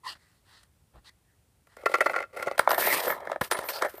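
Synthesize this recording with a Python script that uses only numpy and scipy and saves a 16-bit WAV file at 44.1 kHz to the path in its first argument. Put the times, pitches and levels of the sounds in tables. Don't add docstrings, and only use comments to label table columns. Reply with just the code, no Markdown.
import sys
import numpy as np
from scipy import signal
from scipy.fft import rfft, irfft
from scipy.io import wavfile
from scipy.ndimage import uniform_filter1d

SR = 44100
rng = np.random.default_rng(int(sys.argv[2]) if len(sys.argv) > 2 else 0)


def materialize(psi):
    bounded = np.clip(np.atleast_2d(psi).T, -1, 1)
    quanta = np.round(bounded * 32767).astype(np.int16)
    wavfile.write(sys.argv[1], SR, quanta)


def linear_from_db(decibels):
    return 10 ** (np.asarray(decibels, float) / 20)


N = 176400

# [f/Hz, width/Hz, level/dB]
FLAP_MODES = [(329, 197, -6), (578, 133, 4.5), (905, 207, -9), (1122, 80, -2.5), (1380, 58.5, 3.5),
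              (2026, 142, -0.5), (2622, 28, -9), (4200, 170, -22)]
# [f/Hz, width/Hz, level/dB]
BOX_MODES = [(380, 175, -2.5), (590, 131, 5), (947, 230, 0), (1332, 170, 0.5), (1740, 180, -0.5),
             (2160, 217, -7.5), (3220, 92, -18), (4070, 190, -21)]
# [f/Hz, level/dB]
HISS_COLOUR = [(1470, 16), (2500, 14), (2890, 13), (4890, 10), (6850, 2.5), (9150, 9), (13000, 4.5),
               (15500, 6.5)]
TABLE_HZ, TABLE_WIDTH_HZ = 114, 300


def rms_one(x):
    return x / np.sqrt(np.mean(x ** 2) + 1e-20)


def add(out, start_s, x):
    i = int(start_s * SR)
    out[i:i + len(x)] += x[:N - i]


def wander(rate):
    knots = rng.standard_normal(int(4 * rate) + 2)
    return np.interp(np.linspace(0, len(knots) - 1, N), np.arange(len(knots)), knots)


def grit(rate, spread_db):
    hits = rng.random(N) < rate / SR
    size = linear_from_db(spread_db * np.minimum(rng.exponential(1, N), 4))
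    return hits * size * rng.choice([-1, 1], N)


def coloured(x, points, tilt_db=0):
    hz = np.maximum(np.arange(len(x) // 2 + 1) * SR / len(x), 10)
    f, db = np.transpose(points)
    gain_db = np.interp(np.log(hz), np.log(f), db) + tilt_db * np.log2(hz / 1500)
    return irfft(rfft(x) * linear_from_db(gain_db), len(x))


def resonate(x, hz, width_hz):
    r = np.exp(-np.pi * width_hz / SR)
    feedback = [1, -2 * r * np.cos(2 * np.pi * hz / SR), r * r]
    return signal.lfilter([(1 - r * r) / 2, 0, (r * r - 1) / 2], feedback, x + 1e-18)


def ring_width(t60_s):
    return np.log(1000) / np.pi / t60_s


def body(x, modes, extra_db):
    return sum((-1) ** k * linear_from_db(db + extra_db[k]) * resonate(x, hz, width_hz)
               for k, (hz, width_hz, db) in enumerate(modes))


def knocks(rows, modes, focus_db):
    out, t = np.zeros(N), np.arange(4096) / SR
    mode_hz = np.array(modes)[:, 0]
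    for s, db, strongest_hz, snap_db, contact_ms in rows:
        push, noise = rng.standard_normal((2, len(t)))
        odd = rng.standard_normal(len(modes))
        u = t / (max(contact_ms, .15) / 1000)
        contact = u * u * np.exp(2 - u) / 4
        thud = body(push * contact, modes, odd - focus_db * np.abs(np.log2(mode_hz / strongest_hz)))
        bright = sum(linear_from_db(4.0 * o) * resonate(noise, hz, 0.35 * hz)
                     for o, hz in zip(odd, np.geomspace(2500, 14000, len(odd))))
        snap = coloured(bright, HISS_COLOUR) * (contact + 0.25 * np.exp(-t / .015))
        blow = thud / np.abs(thud).max() + linear_from_db(snap_db + 5.0) * snap / np.abs(snap).max()
        add(out, s - contact_ms / 700, linear_from_db(db) * blow)
    return out


def flap_tugs():
    # [t/s, peak level/dB, strongest f/Hz, snap level/dB, contact/ms]
    jerks = [(1.671, -50, 746, -12, 1.6), (1.768, -31.5, 320, -14.5, 1.06), (1.86, -9, 1380, -25, 2.33),
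             (1.896, -24, 606, -33, 1.17), (1.917, -25, 587, -29, 1.22), (1.941, -7, 1470, -31, 2.16),
             (1.953, -13.5, 1380, -28, 1.4), (1.985, -24, 536, -19, 0.82), (2.008, -7.5, 1200, -23.5, 2.5),
             (2.061, -9.5, 1390, -31, 3.3), (2.097, -15.5, 1380, -44, 1.53), (2.162, -13, 1440, -38, 2.26),
             (2.426, -17.5, 1290, -17.5, 1.86), (2.471, -15, 417, -34, 2.6), (2.513, -18, 579, -29, 1.02)]
    # [t/s, peak level/dB, strongest f/Hz]
    slips = [(1.825, -45, 437), (1.835, -32.5, 456), (2.022, -20, 1380), (2.121, -40, 2000),
             (2.134, -22, 1380), (2.14, -16, 1310), (2.152, -20.5, 1380), (2.18, -19, 1380),
             (2.188, -23, 2000), (2.204, -19.5, 1380), (2.218, -28.5, 606), (2.226, -23.5, 1970),
             (2.237, -28.5, 1380), (2.332, -40, 573), (2.369, -38, 543), (2.397, -27, 1990),
             (2.462, -28, 600), (2.481, -16, 980), (2.521, -29.5, 600)]
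    snap_db, contact_ms = -34, 1.3
    small = [(*row, snap_db, contact_ms) for row in slips]
    return knocks(jerks, FLAP_MODES, focus_db=4.5) + knocks(small, FLAP_MODES, focus_db=8.5)


def box_knocks():
    # [t/s, peak level/dB, strongest f/Hz, snap level/dB, contact/ms]
    first_push = [(2.58, -18, 850, -8.5, 1), (2.593, -4, 1650, -12, 1), (2.675, -1.5, 1040, -45, 0.78),
                  (2.692, -18, 640, -10.5, 0.92), (2.707, -10, 1030, -11, 0.75),
                  (2.715, -10, 930, -11, 0.99), (2.731, -12, 770, -19, 0.48), (2.745, -18, 1100, -10, 0.83),
                  (2.78, -11, 650, -21, 1), (3.102, -13.5, 1540, -19, 0.94), (3.272, -18.5, 930, -43, 0.75),
                  (3.298, -21.5, 880, -35, 0.74), (3.317, -17, 840, -50, 0.84), (3.328, -25.5, 860, -58, 1),
                  (3.36, -18.5, 543, -54, 0.66)]
    # [t/s, peak level/dB, strongest f/Hz, snap level/dB, contact/ms]
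    second_push = [(3.413, -13.5, 380, -14, 2.27), (3.513, -11, 550, -9.5, 0.91),
                   (3.52, -13.5, 1830, -10, 1.68), (3.53, -24, 587, -7.5, 1.9),
                   (3.547, -20, 630, -27, 3.04), (3.57, -28.5, 574, -9.5, 3.6),
                   (3.589, -19, 590, -13, 1.26), (3.64, -24.5, 570, -18, 0.87),
                   (3.688, -25, 530, -0.5, 1.2), (3.822, -11.5, 685, -14.5, 1.24),
                   (3.848, -15.5, 600, -23, 2.32), (3.862, -21.5, 560, -40, 1.25),
                   (3.965, -51, 530, -39, 1.1)]
    # [t/s, peak level/dB, strongest f/Hz]
    ticks = [(0.957, -45, 380), (2.823, -17, 1770), (2.872, -13, 684), (2.885, -20.5, 600),
             (2.902, -20, 1680), (2.967, -24, 1320), (3.002, -25.5, 608), (3.074, -21, 608),
             (3.08, -22.5, 1300), (3.123, -20.5, 1400), (3.165, -30.5, 530), (3.204, -30, 643),
             (3.253, -33, 940), (3.612, -33, 590), (3.627, -31, 590), (3.719, -27.5, 530),
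             (3.811, -30, 600), (3.836, -24.5, 1310), (3.941, -32.5, 445), (3.98, -33.5, 540),
             (1.786, -42, 2100), (1.799, -52, 2170), (1.812, -48, 2100)]
    snap_db, contact_ms = -22, 1.193
    small = [(*row, snap_db, contact_ms) for row in ticks]
    pushes = knocks(first_push, BOX_MODES, focus_db=6.5) + knocks(second_push, BOX_MODES, focus_db=0.5)
    return pushes + knocks(small, BOX_MODES, focus_db=11.5)


def drag():
    # [t/s, length/s, card rumble level/dB, hiss level/dB, coin jingle level/dB]
    pulls = [(1.761, 0.18, -53, -64, -77), (1.88, .24, -45, -55, -85), (2.08, .16, -37.5, -61.5, -84),
             (2.238, 0.17, -63, -78, -90), (2.325, 0.1, -47.5, -65, -85), (2.358, 0.084, -41.5, -53, -75),
             (2.419, 0.16, -45.5, -62, -75), (2.586, 0.19, -45, -57.5, -81), (2.684, 0.1, -33, -50, -43),
             (2.772, .2, -28, -30.5, -31), (2.958, 0.13, -34.5, -39.5, -39.5),
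             (3.063, 0.08, -29, -47.5, -44), (3.103, 0.27, -42, -62.5, -77),
             (3.406, 0.072, -42.5, -46, -47), (3.497, 0.16, -41, -48.5, -67),
             (3.643, 0.069, -45.5, -55, -40.5), (3.685, 0.038, -33.5, -36, -42),
             (3.727, 0.086, -40, -45.5, -49), (3.806, 0.08, -32.5, -48.5, -61),
             (3.876, 0.059, -49, -52, -54), (3.929, .1, -53, -56.5, -54)]
    grip_s, let_go_s, flap_left_s = 0.011, 0.061, 2.56
    t, gains = np.arange(N) / SR, np.zeros((3, N))
    for s, length, *db in pulls:
        grip = np.minimum((t - s) / grip_s, (s + length - t) / let_go_s + .5)
        gains += linear_from_db(np.array(db))[:, None] * np.clip(grip, 0, 1) ** 2
    lumps = wander(90)
    grains = uniform_filter1d(grit(1300, 2.8) * linear_from_db(0.53 * lumps), size=5)
    flap = rms_one(body(grains, FLAP_MODES, [1.5 * wander(18) for _ in FLAP_MODES]))
    box = rms_one(body(grains, BOX_MODES, [3.5 * wander(18) for _ in BOX_MODES]))
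    table_shake = rms_one(resonate(rng.standard_normal(N), TABLE_HZ, TABLE_WIDTH_HZ))
    card = np.where(t < flap_left_s, flap, box) + linear_from_db(-27) * table_shake
    fine = coloured(grit(6000, 3.5) * linear_from_db(4.5 * lumps), HISS_COLOUR)
    hiss = sum(linear_from_db(6.8 * wander(14)) * resonate(fine, hz, 1.1 * hz) for hz in np.geomspace(2800, 15000, 7))
    jingle = np.zeros(N)
    for hz in 13000 + 1200 * np.linspace(-1, 1, 14):
        touches = grit(260, 2.5) * linear_from_db(4.0 * wander(7.8))
        jingle += resonate(touches, hz + 100 * rng.standard_normal(), 300)
    return np.sum(gains * [card, rms_one(hiss), rms_one(jingle)], axis=0)


def big_coin():
    # [f/Hz, level/dB, time to die by 60 dB/s]
    coin_modes = [(9030, -5, .09), (9290, -4, .3), (9420, -5, .1), (9810, -5, .1), (10230, -7, .08)]
    clink_s, clink_db, rattle_s, caught_s = 3.511, -25, 0.02, 0.115
    out, t = np.zeros(N), np.arange(SR // 4) / SR
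    ring = np.zeros(len(t))
    for hz, db, t60_s in coin_modes:
        rattle = rng.standard_normal(len(t)) ** 3 * np.exp(-t / rattle_s)
        ring += linear_from_db(db) * rms_one(resonate(rattle, hz, ring_width(t60_s)))
    flutter = linear_from_db(clink_db + 2.8 * wander(190)[:len(t)])
    caught = linear_from_db(-np.maximum(t - caught_s, 0) * 370)
    add(out, clink_s, flutter * ring / np.abs(ring).max() * caught)
    return out


def chinks():
    # [t/s, peak level/dB, f/Hz, time to die by 60 dB/s]
    touches = [(2.693, -29, 13000, 0.18), (2.715, -30, 13400, .1), (2.779, -29, 13400, 0.044),
               (3.077, -26, 12750, .11), (3.09, -32, 12500, 0.19), (3.103, -24.5, 13000, 0.077),
               (3.639, -38, 13100, .15), (3.687, -27, 12300, 0.053), (3.695, -33, 13500, 0.077),
               (3.976, -43, 13100, .12)]
    out, t = np.zeros(N), np.arange(SR // 6) / SR
    for s, db, hz, t60_s in touches:
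        rattle = rng.standard_normal((2, len(t))) ** 3 * np.exp(-t / .01)
        width_hz = ring_width(t60_s)
        ring = resonate(rattle[0], hz, width_hz) + 0.67 * resonate(rattle[1], hz * 1.035, width_hz)
        add(out, s, linear_from_db(db) * ring / np.abs(ring).max())
    return out


def card_grain():
    # [f/Hz, width/Hz, level/dB]
    card_modes = [(1035, 890, -4.5), (1962, 220, 11), (2500, 660, -16), (4210, 900, 12)]
    grain = grit(5000, 1.7)
    return grain + body(grain, card_modes, [3 * wander(25) for _ in card_modes])


def brushes(grain):
    # [t/s, length/s, level/dB, rise share 0-1, tilt/dB per octave]
    strokes = [(0.032, 0.12, -41.5, 0.5, 0.6), (0.152, 0.03, -55, 0, -2.5), (0.168, 0.29, -67.5, 0.23, 2),
               (0.432, 0.25, -59, 0.39, 0.5), (0.631, 0.0096, -57.5, 0.3, 4),
               (0.93, 0.079, -43.5, 0.33, -7.5), (1.032, 0.067, -52, 1, 1), (1.678, 0.1, -63.5, 0.46, 0.5)]
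    # [f/Hz, level/dB]
    skin_colour = [(250, -16), (900, -7.5), (2900, -10.5), (5200, -17), (6700, -21), (8100, -16),
                   (15500, -30.5)]
    out = np.zeros(N)
    for s, length, db, rise, tilt_db in strokes:
        u = np.linspace(0, 1, int(length * SR) // 2 * 2)
        rise_fall = np.interp(u, [0, np.clip(rise, .02, .98), 1], [0, 1, 0])
        swell = np.sin(np.pi / 2 * rise_fall) ** 1.13
        rustle = coloured(grain[int(s * SR):][:len(u)], skin_colour, tilt_db)
        add(out, s, linear_from_db(db) * swell * rms_one(rustle))
    return out


def squeaks(grain):
    # [t/s, length/s, f/Hz, level/dB]
    rubs = [(0.032, 0.075, 1012, -39.5), (.035, 0.072, 1950, -47), (0.062, 0.072, 4630, -44.5),
            (0.064, 0.083, 2920, -46.5), (1.056, 0.055, 2090, -58), (1.24, 0.13, 1740, -75),
            (2.798, 0.22, 2234, -29), (3.721, 0.081, 4700, -40.5)]
    out = np.zeros(N)
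    for s, length, hz, db in rubs:
        squeak = grain[int(s * SR):][:int(length * SR)]
        for _ in range(2):
            squeak = resonate(squeak, hz, 0.23 * hz)
        add(out, s, linear_from_db(db) * rms_one(squeak) * np.hanning(len(squeak)) ** 0.52)
    return out


def table():
    # [t/s, level/dB]
    thumps = [(2.399, -61), (2.472, -53), (2.594, -49), (3.1, -56), (3.292, -60), (3.414, -38.5),
              (3.588, -51.5)]
    out = np.zeros(N)
    for s, db in thumps:
        add(out, s, linear_from_db(db) * np.hanning(60))
    return 20 * resonate(out, TABLE_HZ, TABLE_WIDTH_HZ)


def room(x):
    t60_s, level_db = .12, -20
    t = np.arange(SR // 3) / SR
    dull = signal.lfilter([1], [1, -.4], rng.standard_normal(len(t)))
    tail = dull * linear_from_db(-60 * t / t60_s) * (t > .004)
    return linear_from_db(level_db) * signal.fftconvolve(x, tail / np.sqrt(np.sum(tail ** 2)))[:N]


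def room_air():
    # [f/Hz, level/dB]
    air_colour = [(25, -27), (50, -2.5), (110, -4.5), (260, -16.5), (1300, -26.5), (6300, -33.5),
                  (9000, -30), (16000, -36)]
    return linear_from_db(-66) * rms_one(coloured(rng.standard_normal(N), air_colour))


def scene():
    blow_high_pass = signal.butter(2, 200, "high", fs=SR, output="sos")
    near = signal.sosfilt(blow_high_pass, flap_tugs() + box_knocks())
    near += drag() + big_coin() + chinks()
    grain = card_grain()
    near += brushes(grain) + squeaks(grain) + table()
    return (near + room(near) + room_air())[None]


def roll_off(x):
    return signal.sosfilt(signal.butter(12, 16470, fs=SR, output="sos"), x)


def record(dry):
    bass_cut = signal.butter(4, 42, "high", fs=SR, output="sos")
    top_cut = signal.ellip(10, 1, 38, 15370, fs=SR, output="sos")
    mix = signal.sosfilt(top_cut, signal.sosfilt(bass_cut, dry))
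    return roll_off(mix)


dry = scene()
out = record(dry)
materialize(out)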